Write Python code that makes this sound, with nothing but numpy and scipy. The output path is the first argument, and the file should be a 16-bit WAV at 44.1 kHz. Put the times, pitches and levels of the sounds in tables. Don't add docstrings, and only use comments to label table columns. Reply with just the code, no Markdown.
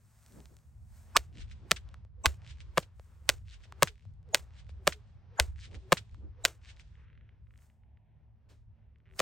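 import sys
import numpy as np
from scipy import signal
from scipy.fft import rfft, irfft, next_fast_len
from scipy.io import wavfile

SR = 44100
rng = np.random.default_rng(int(sys.argv[2]) if len(sys.argv) > 2 else 0)


def boost(x):
    u = np.asarray(x, float) / 20
    return 10 ** u


def waveform_to_disk(signal):
    frames = np.transpose(np.atleast_2d(signal))
    scaled = np.clip(frames, -1, 1) * 32767
    samples = np.round(scaled).astype(np.int16)
    wavfile.write(sys.argv[1], SR, samples)


N = 406161


def rms_one(x):
    return x / np.sqrt(np.mean(x ** 2) + 1e-20)


def in_time(rows, size=N):
    s, *columns = np.transpose(rows)
    return [np.interp(np.arange(size) / SR, s, column) for column in columns]


def at_samples(law):
    coarse = np.arange(0, N + 16, 16)
    return np.interp(np.arange(N), coarse, law(coarse / SR))


def swells(rows):
    def law(t):
        total = 0
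        for s, db, rise_s, fall_s in rows:
            away = np.where(t < s, (s - t) / rise_s, (t - s) / fall_s)
            total = total + boost(db - 20 * away)
        return total
    return at_samples(law)


def coloured(x, spectrum):
    hz, level_db = np.transpose(spectrum)
    size = 2 * next_fast_len(x.shape[-1] // 2 + 1)
    grid = np.fft.rfftfreq(size, 1 / SR) + 1
    gain = boost(np.interp(np.log(grid), np.log(hz), level_db))
    shaped = irfft(rfft(x, size) * gain, size)
    return rms_one(shaped[..., :x.shape[-1]])


def band(x, low_hz, high_hz, order=2):
    return signal.sosfilt(signal.butter(order, [low_hz, high_hz], "band", fs=SR, output="sos"), x)


def drift(rate):
    knots = rng.standard_normal(1000)
    return np.interp(np.arange(N) / SR * rate, np.arange(1000), knots) * 1.22


def stereo_noise(size, alike):
    mid, side = rng.standard_normal((2, size))
    alike = np.clip(alike, -1, 1)
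    return np.sqrt((1 + alike) / 2) * mid + np.sqrt((1 - alike) / 2) * side * np.array([[1], [-1]])


def add(out, sound, s):
    i = round(s * SR)
    out[:, i:i + sound.shape[-1]] += sound[..., :N - i]


def pan(db):
    return boost(np.array([[db / 2], [-db / 2]]))


def burst(t, hz, decay_s):
    return (t >= 0) * np.exp(-np.maximum(t, 0) / decay_s) * np.cos(2 * np.pi * hz * t)


def ticks(rows, cycles, boost_db):
    out, t = np.zeros((2, N)), np.arange(400) / SR
    for s, peak_db, hz in rows:
        add(out, boost(peak_db + boost_db) * burst(t, hz, cycles / hz), s + .001)
    return band(out, 500, 13000, order=1)


# (time [s], murmur ahead [dB], ground scatter [dB], echo [dB], ground copy delay [ms])
FORWARD = [(1.166, -35.5, -45.5, -52.5, 1.73), (2.259, -40.5, -42.5, -53.5, 1.93),
           (3.291, -46.5, -44, -54.5, 2), (4.347, -45, -42.5, -59.5, 1.99), (5.399, -47, -42.5, -51, 1.95),
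           (6.452, -52.5, -41, -53.5, 2.01)]
BACKWARD = [(1.711, -47.5, -43.5, -41.5, 1.63), (2.774, -48, -43.5, -52.5, 1.78),
            (3.824, -49, -40.5, -41, 1.8), (4.871, -49.5, -39.5, -42, 1.73),
            (5.922, -46.5, -39.5, -38, 1.77), (9.196, -42, -42.5, -53, 1.64)]
CRACKS = FORWARD + BACKWARD
# (time [s], snap [dB], low body [dB], thud [dB], extra edge [dB])
SHOCKS = [(1.1671, -1, -12, -21, 0), (1.1716, -4, -34, -35.5, 0), (1.7119, -9, -20, -24, -8),
          (1.7164, -.5, -12, -21.5, -12), (2.2588, -2, -8, -42, -3), (2.2647, -11, -18.5, -39, 0),
          (2.774, -28, -12.5, -19, 0), (2.7799, -10.5, -10.5, -15, 3), (3.292, 1.5, -19.5, -20.5, -2),
          (3.2989, -10, -22, -38, 0), (3.824, -13, -7, -11.5, 3), (3.8312, -7.5, -9.5, -24.5, 16.5),
          (4.3467, 0.5, -20.5, -21, -0.5), (4.3534, -13, -26, -38.5, 0), (4.8711, -19, -19, -17, 0.5),
          (4.8762, -3.5, -11, -13.5, 5), (5.3994, -1, -15, -22.5, 0), (5.4052, -20, -26.5, -43.5, 0),
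          (5.9217, -12.5, -5.5, -11.5, 0), (5.9274, -6.5, -7.5, -15, 2.5), (6.4517, -0.5, -14.5, -23, -5),
          (6.4575, -10, -27, -33.5, 0), (9.194, -12.5, -35, -28.5, 12), (9.2017, -13, -14, -19.5, 3)]


def shocks():
    out, t = np.zeros((2, N)), np.arange(-176, 700) / SR
    chance = rng.standard_normal((len(SHOCKS), 2, 876))
    paths = sorted([(c[0], c[4], -2.5) for c in FORWARD] + [(c[0], c[4], 3.5) for c in BACKWARD])
    paths = np.repeat(paths, 2, axis=0)[:, 1:]

    def n_wave(late, width):
        return -(t - late) / width * np.exp(.5 - .5 * ((t - late) / width) ** 2)

    def onset(late, rise_s):
        return np.tanh(np.maximum(t - late, 0) / rise_s)

    def swing(late, hz):
        return -burst(t - late, hz, 0.0007) * onset(late, 8e-5)

    def front(late):
        return np.exp(-.5 * ((t - late) / 7e-5) ** 2)

    for (s, snap_db, body_db, thud_db, edge_db), (ground_ms, pan_db), noise in zip(SHOCKS, paths, chance):
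        ground = ground_ms / 1000
        swing_hz = 846.5 + 40 * max(snap_db - body_db, 0)
        snap = n_wave(5e-5, 5.5e-5) + 1.5 * n_wave(2e-5, 2e-5)
        snap = snap + boost(0.83 * (body_db + 17) + edge_db) * n_wave(0, 1.1e-5)
        snap = snap + .22 * n_wave(ground, 7e-5)
        fizz = band(noise, 2500, 6000) * burst(t, 0, 0.0072)
        body = swing(8e-5, swing_hz) + .5 * front(0)
        body = body + 1.05 * swing(ground + 8e-5, swing_hz) + 0.3 * front(ground)
        body = body - 0.14 * (pan_db > 0) * burst(t - 2.5e-3, 150, 0.0098)
        thud = -burst(t - ground, 570, 0.0021) * onset(ground, 0.000067)
        sound = boost(snap_db - 5) * (snap + 0.056 * fizz) + boost(body_db - 1.5) * body * pan(pan_db)
        add(out, sound + boost(thud_db + 2.5) * thud, s - 176 / SR)
    return out


# (crack time [s], frequency [Hz], level [dB])
SMEARS = [(1.1668, 398, -45), (1.1667, 980, -33), (1.1651, 1626, -41), (1.1651, 2519, -48.5),
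          (2.2578, 409, -46), (2.2589, 900, -31), (2.2569, 2552, -43.5), (3.292, 930, -57),
          (4.3467, 689, -38.5), (4.346, 6891, -45), (5.3993, 820, -37), (5.3973, 1518, -41.5),
          (5.9216, 732, -54.5), (9.2017, 5136, -45), (9.2017, 5300, -56), (9.2017, 6309, -52),
          (9.2017, 8419, -62.5)]
# (crack time [s], frequency [Hz], level [dB], lead [s])
STREAKS = [(1.166, 5200, -54, 0.019), (1.166, 7800, -54, 0.016), (1.164, 6400, -56, .007),
           (1.166, 1155, -27, 0.0072), (2.257, 7650, -54, 0.023), (2.252, 6100, -60, .017),
           (2.252, 3700, -58, .007), (5.398, 6900, -58.5, 0.024), (5.398, 1500, -56, 0.032),
           (5.399, 823, -31.5, 0.0069), (6.451, 7240, -46.5, .013), (6.451, 3850, -54, 0.014),
           (6.451, 800, -49.5, 0.01)]


def murmurs():
    swelling = tone_bunches([(*row, .021) for row in SMEARS], swell_db_per_s=1250, spread_hz=140)
    return swelling + tone_bunches(STREAKS, swell_db_per_s=250, spread_hz=150)


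def tone_bunches(rows, swell_db_per_s, spread_hz):
    out, t = np.zeros((2, N)), np.arange(-1500, 88) / SR
    for (s, hz, level_db, lead_s), chance in zip(rows, rng.standard_normal((len(rows), 6, 4))):
        fade_in = np.clip(2.5 * (t + lead_s) / lead_s, 0, 1)
        fade_out = np.clip((.002 - t) / .002, 0, 1)
        bunch = 0
        for off, start, left, right in chance:
            phase = 3 * start + .8 * np.array([[left], [right]])
            bunch = bunch + np.sin(2 * np.pi * (hz + spread_hz * off) * t + phase)
        add(out, boost(level_db + 3.5) * boost(swell_db_per_s * t) * fade_in * fade_out * bunch, s - 1500 / SR)
    return out


# (time from the crack [s], level [dB], whistle [Hz])
FORE_STROKE = [
    (-.115, -87, 410.5),
    (-.07, -68, 509.6),
    (-.022, -66, 380),
]
BACK_STROKE = [
    (-.135, -82, 389.8),
    (-.04, -64, 373.1),
    (-.022, -62, 372),
]
FOLLOW_THROUGH = [
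    (.04, -68, 480),
    (.09, -72, 410.1),
    (.125, -81, 405),
]


def strokes():
    shapes = [(c, FORE_STROKE) for c in FORWARD[1:]]
    shapes += [(c, shape) for c in BACKWARD for shape in (BACK_STROKE, FOLLOW_THROUGH)]
    curves = []
    for crack, shape in shapes:
        effort_db = 1.5 * (crack[2] + 41)
        curves.append([(crack[0] + s, db + effort_db, hz) for s, db, hz in shape])
    return sorted(curves)


def spans(curves):
    rows = []
    for curve in curves:
        first, last = curve[0], curve[-1]
        rows += [(first[0] - .015, -120, *first[2:]), *curve, (last[0] + .015, -120, *last[2:])]
    return in_time(rows)


def swish():
    level_db, hz = spans(strokes())
    phase = 2 * np.pi * np.cumsum(hz * (1 + 0.022 * drift(30))) / SR
    whistle = 1.2 * np.sin(phase) * (1 + 0.69 * drift(30))
    noise = rms_one(band(stereo_noise(N, .8), 300, 600))
    return boost(level_db - .5) * (whistle + .45 * noise)


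# (frequency [Hz], level [dB per Hz])
SCATTER = [(150, -27.5), (330, 1), (1000, -8), (1450, -7), (5100, -13), (6870, -10.5), (8780, -12),
           (16500, -17)]


def scatter(cracks, onset_s, quick, quick_s, slow_s):
    out, t = np.zeros((2, N)), np.arange(int(.3 * SR)) / SR
    cut = signal.butter(12, 15900, fs=SR, output="sos")
    lead = t[:880]
    for s, murmur_db, scatter_db, echo_db, ground_ms in cracks:
        tail = boost(-60 * t / slow_s) + quick * boost(-60 * t / quick_s)
        tail = tail * np.tanh((t / onset_s) ** 2)
        clumps = boost(2.5 * np.interp(t * 250, np.arange(80), rng.standard_normal(80)))
        hiss = signal.sosfilt(cut, coloured(stereo_noise(len(t), 0.98), SCATTER))
        add(out, boost(scatter_db) * tail * clumps * hiss, s)
        murmur = band(stereo_noise(880, .1), 550, 3200) * np.sin(np.pi / 2 * lead / lead[-1]) ** 3.2
        add(out, boost(murmur_db + 2.5) * murmur, s - .02)
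    return out


# (delay after the crack [s], level [dB], share of single reflections [0-1])
FAR_ECHO = [(.15, -54, .8), (.166, -19.5, 1), (.21, -12, .8), (.25, -1.5, .3), (.3, -23.5, .5),
            (.334, -18, .6), (.355, -4.5, .3), (.38, -21, .3), (.6, -34, .2)]
NEAR_ECHO = [(.048, -25.5, .5), (0.052, -0.5, .5), (0.058, -1, .3), (.085, -28, .1), (0.121, -39.5, .1),
             (0.172, -38, .7), (.21, -35.5, .7), (0.258, -40, .3), (.4, -58, .2)]
# (frequency [Hz], level [dB per Hz])
ECHO = [(530, -30), (1500, -2), (3340, -2), (7130, -13), (8760, -16.5), (9770, -33), (12000, -41),
        (15600, -71.5)]


def echoes(cracks, swell, per_s, twig_db):
    out, size = np.zeros((2, N)), int(swell[-1][0] * SR) // 2 * 2
    level_db, single = in_time(swell, size=size)
    single = np.clip(single, 0, 1)
    clicks = (rng.random(size) < per_s / SR) * boost(2.5 * rng.standard_normal(size))
    twigs = rms_one(clicks) * pan(1.5) * boost(twig_db)
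    started = np.arange(size) > swell[0][0] * SR
    for s, murmur_db, scatter_db, echo_db, ground_ms in cracks:
        mixed = np.sqrt(single) * twigs + np.sqrt(1 - single) * stereo_noise(size, 0.13)
        swollen = boost(level_db) * started * band(coloured(mixed, ECHO), 1700, 19000, order=1)
        add(out, boost(echo_db) * swollen, s)
    return out


# (time [s], peak level [dB], centre frequency [Hz])
POSTS_EARLY = [
    [(1.3268, -58, 2760), (1.3497, -58, 1800), (1.3542, -49, 2090), (1.3717, -56, 2240),
     (1.3717, -44, 2600), (1.3827, -41, 2760), (1.4056, -45, 2030), (1.4216, -44, 3660),
     (1.4804, -55, 2560), (1.4979, -52, 2860), (1.5129, -55, 3850), (1.5129, -42, 2100)],
    [(2.4028, -70, 1970), (2.4183, -70, 1800), (2.4183, -52, 2030), (2.4467, -62, 1800),
     (2.4467, -50, 2340), (2.4642, -61, 1800), (2.4642, -59, 1800), (2.4642, -45, 2430),
     (2.4752, -41, 3250), (2.4926, -49, 2570), (2.4981, -49, 3260), (2.5555, -59, 2520), (2.561, -60, 2420),
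     (2.5715, -55, 2220), (2.5844, -53, 1840), (2.6039, -53, 3070), (2.6039, -40, 2600)],
    [(3.4518, -65, 1990), (3.4743, -54, 2490), (3.4823, -54, 2550), (3.4823, -52, 2220),
     (3.4917, -48, 3840), (3.4982, -45, 3870), (3.5092, -45, 3500), (3.5267, -51, 2940),
     (3.5331, -48, 2540), (3.6045, -58, 2310), (3.6115, -58, 1830), (3.6219, -57, 3590),
     (3.6369, -63, 1800), (3.6369, -47, 2600)],
]
POSTS_LATE = [
    [(4.5063, -57, 2000), (4.5362, -73, 1800), (4.5362, -59, 2290), (4.5442, -58, 1830),
     (4.5537, -55, 1940), (4.5647, -54, 2060), (4.5881, -63, 2940), (4.5881, -55, 2500),
     (4.6031, -54, 2340), (4.6455, -60, 2940), (4.6665, -57, 1835), (4.6919, -58, 1800),
     (4.6919, -51, 2170)],
    [(5.5593, -64, 1800), (5.5593, -53, 1830), (5.5823, -50, 1800), (5.5902, -45, 1800),
     (5.5997, -45, 5600), (5.6052, -46, 4490), (5.6102, -42, 4450), (5.6162, -43, 3350),
     (5.6346, -48, 2520), (5.6396, -46, 3710), (5.6546, -41, 3700), (5.7125, -51, 2330),
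     (5.7179, -53, 2690), (5.7299, -50, 2010), (5.7444, -54, 1800), (5.7444, -41, 2080),
     (5.7504, -44, 2050)],
    [(6.6148, -61, 1970), (6.6343, -60, 1800), (6.6348, -57, 2480), (6.6398, -51, 2200),
     (6.6477, -55, 3710), (6.6477, -48, 2230), (6.6567, -46, 2220), (6.6872, -50, 2230),
     (6.6911, -45, 2420), (6.7645, -51, 3810), (6.77, -51, 1920), (6.7964, -54, 1800), (6.7964, -46, 2070),
     (6.8333, -63, 2080), (6.8737, -64, 2730), (6.8797, -64, 2740), (6.9101, -73, 1800)],
]


def posts():
    clicks = ticks(sum(POSTS_EARLY + POSTS_LATE, []), cycles=0.79, boost_db=2.5)
    return band(clicks * pan(0.76), 1200, 8500)


# (time [s], peak level [dB], centre frequency [Hz])
SLAPS = [(1.513, -46.5, 2100), (1.765, -51, 1840), (1.889, -47.5, 3330), (1.942, -39.5, 1268),
         (2.049, -53, 515), (2.339, -57, 635), (2.828, -49, 532), (2.996, -43, 499), (3.654, -54.5, 607),
         (3.723, -34.5, 1033), (3.873, -26.5, 1840), (4.052, -54, 628), (4.693, -47.5, 511),
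         (4.924, -30, 1880), (5.97, -28.5, 1850), (6.145, -47.5, 1090), (6.796, -46, 2090),
         (3.782, -62, 2200), (3.789, -63, 2000), (3.796, -63, 2300), (3.9558, -56, 2220),
         (3.9792, -56, 1900), (3.9947, -57, 2100), (4.008, -60, 2300), (4.023, -59, 2400),
         (6.0942, -58, 2110), (6.112, -61, 4500)]


def slaps():
    return ticks(SLAPS, cycles=0.81, boost_db=2.0)


# (time [s], peak level [dB], centre frequency [Hz])
SNAPS = [(0.2274, -52.5, 6390), (0.2623, -41, 7350), (0.322, -45, 8660), (0.403, -45.5, 2520),
         (0.4561, -40.5, 3620), (0.5671, -41.5, 8400), (0.5875, -54, 3660), (0.6314, -71, 3240),
         (1.0725, -59, 8540), (4.138, -62, 7000), (4.229, -62, 2870), (4.289, -56, 3160),
         (7.5764, -49.5, 6900), (8.9844, -71, 3220)]


def stalk_snaps():
    return ticks(SNAPS, cycles=0.21, boost_db=4.5)


# (time [s], peak level [dB])
CREAKS = [(6.9542, -56.5), (7.0824, -60), (7.1009, -60), (7.13, -56.5), (7.1528, -58), (7.1762, -56.5),
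          (7.2106, -57), (7.2916, -57), (7.47, -62), (7.5079, -59), (7.5387, -59.5), (7.5583, -62),
          (7.589, -59), (7.6212, -61), (7.8352, -64), (7.9724, -60), (7.70, -63.5), (8.959, -63),
          (9.0024, -66)]
# (frequency [Hz], level [dB], decay [s])
LEATHER = [(1960, 3.5, 0.00052), (1440, -15.5, 0.00081), (2780, -20, 0.00095)]


def creaks():
    out, t = np.zeros((2, N)), np.arange(400) / SR
    rattle = [(9.0565 + .004 * k + .00055 * k * k, -63 + .3 * k) for k in range(10)]
    slips = CREAKS + rattle
    for (s, peak_db), jitter in zip(slips, rng.standard_normal((len(slips), 400))):
        slip = 0
        for (hz, level_db, decay_s), chance in zip(LEATHER, jitter):
            slip = slip + boost(level_db + 2.15 * chance) * burst(t, hz, decay_s)
        scuff = 0.5 * jitter * burst(t, 0, 0.0031)
        add(out, boost(peak_db) * (slip + scuff) * pan(-1.63), s)
    return 1.15 * band(out, 1100, 3300, order=3)


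# (time [s], level [dB], rise [s], fall [s])
RUSTLE = [(.36, -73, .7, 0.48), (.972, -73.5, 0.15, 0.34), (3.006, -82.5, .1, 0.86),
          (7.63, -78.5, .12, 0.13), (9.185, -66.5, .045, .05)]
# (frequency [Hz], level [dB per Hz])
GRASS = [(350, -36.5), (600, -3.5), (1580, -4.5), (3210, -14), (8360, -6.5), (11300, -7), (15800, -9),
         (16800, -21.5)]


def rustle():
    lashes = [(c[0] - .003, -73, 0.037, .004) for c in CRACKS]
    level = swells(RUSTLE + lashes)
    sizes = boost(3.1 * np.minimum(rng.exponential(1, N), 5))
    snaps = (rng.random(N) < 900 / SR) * sizes * rng.choice([-1, 1], N)
    return level * boost(7.5) * coloured(stereo_noise(N, 0.85) + .5 * rms_one(snaps), GRASS)


def brush():
    out, t = np.zeros((2, N)), np.arange(int(.25 * SR)) / SR
    sweep = band(stereo_noise(len(t), 0.78), 500, 4250, order=1)
    add(out, boost(-56.5) * sweep * np.tanh(t / 0.013) * boost(-60 * t / 0.27), 8.487)
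    return out


# (time [s], level [dB])
GUST = [(0.0, -64), (1.71, -49), (2.1, -57), (2.46, -52), (2.94, -60), (3.38, -54), (3.76, -57),
        (5.02, -53), (5.28, -57), (5.61, -51), (5.87, -55), (7.46, -59), (7.74, -64), (9.2, -60)]


def gust_db():
    db = in_time(GUST)[0]
    return db - db.mean()


# (time [s], level [dB], reach [Hz])
BUFFETS = [(.39, -50, 326), (.53, -63.5, 400), (1.39, -54, 299.8), (5.752, -52.5, 450), (6.248, -52, 300),
           (1.66, -58, 330), (8.52, -66, 480)]
# (time [s], level [dB], frequency [Hz], decay [s])
SHOVES = [
    (1.181, -36, 62, 0.021),
    (2.2688, -21, 70, .02),
    (5.4042, -23, 68, .035),
]


def buffets():
    out, t = np.zeros((2, N)), np.arange(-11025, 11025) / SR
    for s, db, hz in BUFFETS:
        swell = boost(db - 20 * np.where(t < 0, -t / 0.089, t / .06))
        add(out, swell * rms_one(band(stereo_noise(len(t), .6), 77, hz)), s - .25)
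    for s, db, hz, decay_s in SHOVES:
        swing = np.sin(2 * np.pi * hz * t + np.array([[.4], [-.4]]))
        add(out, boost(db) * burst(t, 0, decay_s) * np.tanh(t / .003) * swing, s - .25)
    return out


# (frequency [Hz], level [dB per Hz])
RUMBLE = [(12, -50), (20, -21), (45, -4.5), (65, 3.5), (116, -3), (134, -10.5), (216, -23.5), (390, -66.5)]
# (time [s], level [dB], fall [s])
PUFFS = [(1.2, -44, 0.054), (1.41, -43, .1), (1.85, -47, .15), (2.3, -45, .05), (2.65, -48, 0.19),
         (3.31, -46, 0.18), (4.87, -44, .1), (5.47, -43, 0.075), (5.53, -41, 0.1), (6.13, -45, 0.29),
         (6.25, -45.5, 0.093)]
# (frequency [Hz], rms level [dB])
HUM = [(110, -68), (150, -74.5), (220, -83)]


def wind():
    noise = coloured(stereo_noise(N, 0.68), RUMBLE)
    puffs = swells([(s, db, 0.027, fall_s) for s, db, fall_s in PUFFS])
    low_level = boost(-57 + gust_db() + 3.3 * drift(9)) + puffs
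    low = rms_one(band(noise, 30, 80, order=3)) * low_level
    upper_level = boost(-61.5 + 1.1 * gust_db() + 3.5 * drift(13))
    upper = rms_one(band(noise, 90, 230, order=3)) * upper_level
    t = np.arange(N) / SR
    hum = sum(boost(db + 1.5 + 3.1 * drift(5)) * np.sin(2 * np.pi * hz * t) for hz, db in HUM)
    return low + upper + buffets() + hum * pan(1.2)


# (frequency [Hz], level [dB per Hz])
FIELD = [(120, -27.5), (200, -3.5), (290, -12.5), (930, -17), (1500, -22), (3160, -31.5), (6000, -39.5),
         (7800, -70)]
# (time [s], level over the hiss [dB], rise [s], fall [s])
STIRS = [
    (7.08, 3, .45, .5),
    (8.0, -2, .4, 0.48),
    (8.86, -3, 0.29, 0.29),
]


def air():
    hiss = coloured(stereo_noise(N, 0.79), FIELD)

    def crack_return(t):
        return sum((t > c[0]) * boost(8.5 - 30 * (t - c[0])) for c in CRACKS)

    rush = swells([(c[0], 12, 0.12, .01) for c in CRACKS[:-1]])
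    lower = band(hiss, 30, 900, order=1)
    calm = boost(-4.5)
    upper = (hiss - lower) * (calm + at_samples(crack_return) + rush) * boost(3.3 * drift(7))
    stirs = band(hiss, 1250, 4200, order=3) * swells(STIRS) * boost(1.0 + 3.0 * drift(10))
    patches = .35 * drift(6) + swells([(8.0, -1.1, .5, 0.44)])
    lower = lower + patches * band(hiss, 550, 1000)
    return boost(-76 + .5 * gust_db() + 1.9 * drift(9)) * (lower + upper + stirs)


def ducking():
    def dip_db(t):
        total = 0
        for crack in CRACKS:
            late = np.maximum(t - crack[0], 0) / 0.051
            total = total - 19 * late * np.exp(-late)
        return total
    return boost(at_samples(dip_db))


def scene():
    ground = scatter(FORWARD, onset_s=0.0075, quick=1.2, quick_s=.06, slow_s=0.2)
    ground = ground + scatter(BACKWARD, onset_s=.003, quick=4.5, quick_s=0.036, slow_s=.17)
    whip = shocks() + murmurs() + swish() + ground
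    far = echoes(FORWARD, FAR_ECHO, per_s=1300, twig_db=-2.5)
    near = echoes(BACKWARD, NEAR_ECHO, per_s=400, twig_db=-5)
    returns = far + near + posts() + slaps()
    small = stalk_snaps() + creaks() + rustle() + brush()
    return whip + returns + small + wind() + air() * ducking()


def band_limit(x):
    return signal.sosfilt(signal.butter(12, 17660, fs=SR, output="sos"), x)


# (frequency [Hz], width [Hz], level [dB])
NOTCHES = [(10070, 250, -6), (13750, 250, -9)]


def record(dry):
    size = 2 * next_fast_len(N // 2 + 1)
    hz = np.fft.rfftfreq(size, 1 / SR)
    early_s = 6.5e-4 * np.clip((hz - 4500) / 4000, 0, 1)
    apart = .42 * np.clip(hz / 900, 0, 1) - 2 * np.pi * 2.7e-4 * np.maximum(hz - 8000, 0)
    turn = 2 * np.pi * np.cumsum(early_s) * hz[1] + np.array([[.5], [-.5]]) * apart
    notch_db = sum(db / (1 + ((hz - at_hz) / width_hz) ** 4) for at_hz, width_hz, db in NOTCHES)
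    top_db = -4.5 * np.clip((hz - 9500) / 1500, 0, 1)
    ports = irfft(rfft(dry, size) * np.exp(1j * turn) * boost(.6 + notch_db + top_db))[:, :N]
    overloaded = 1.3 * np.tanh(ports / 1.3)
    cut = signal.sosfiltfilt(signal.cheby2(10, 50, 17250, fs=SR, output="sos"), overloaded)
    return band_limit(cut)


dry = scene()
out = record(dry)
waveform_to_disk(out)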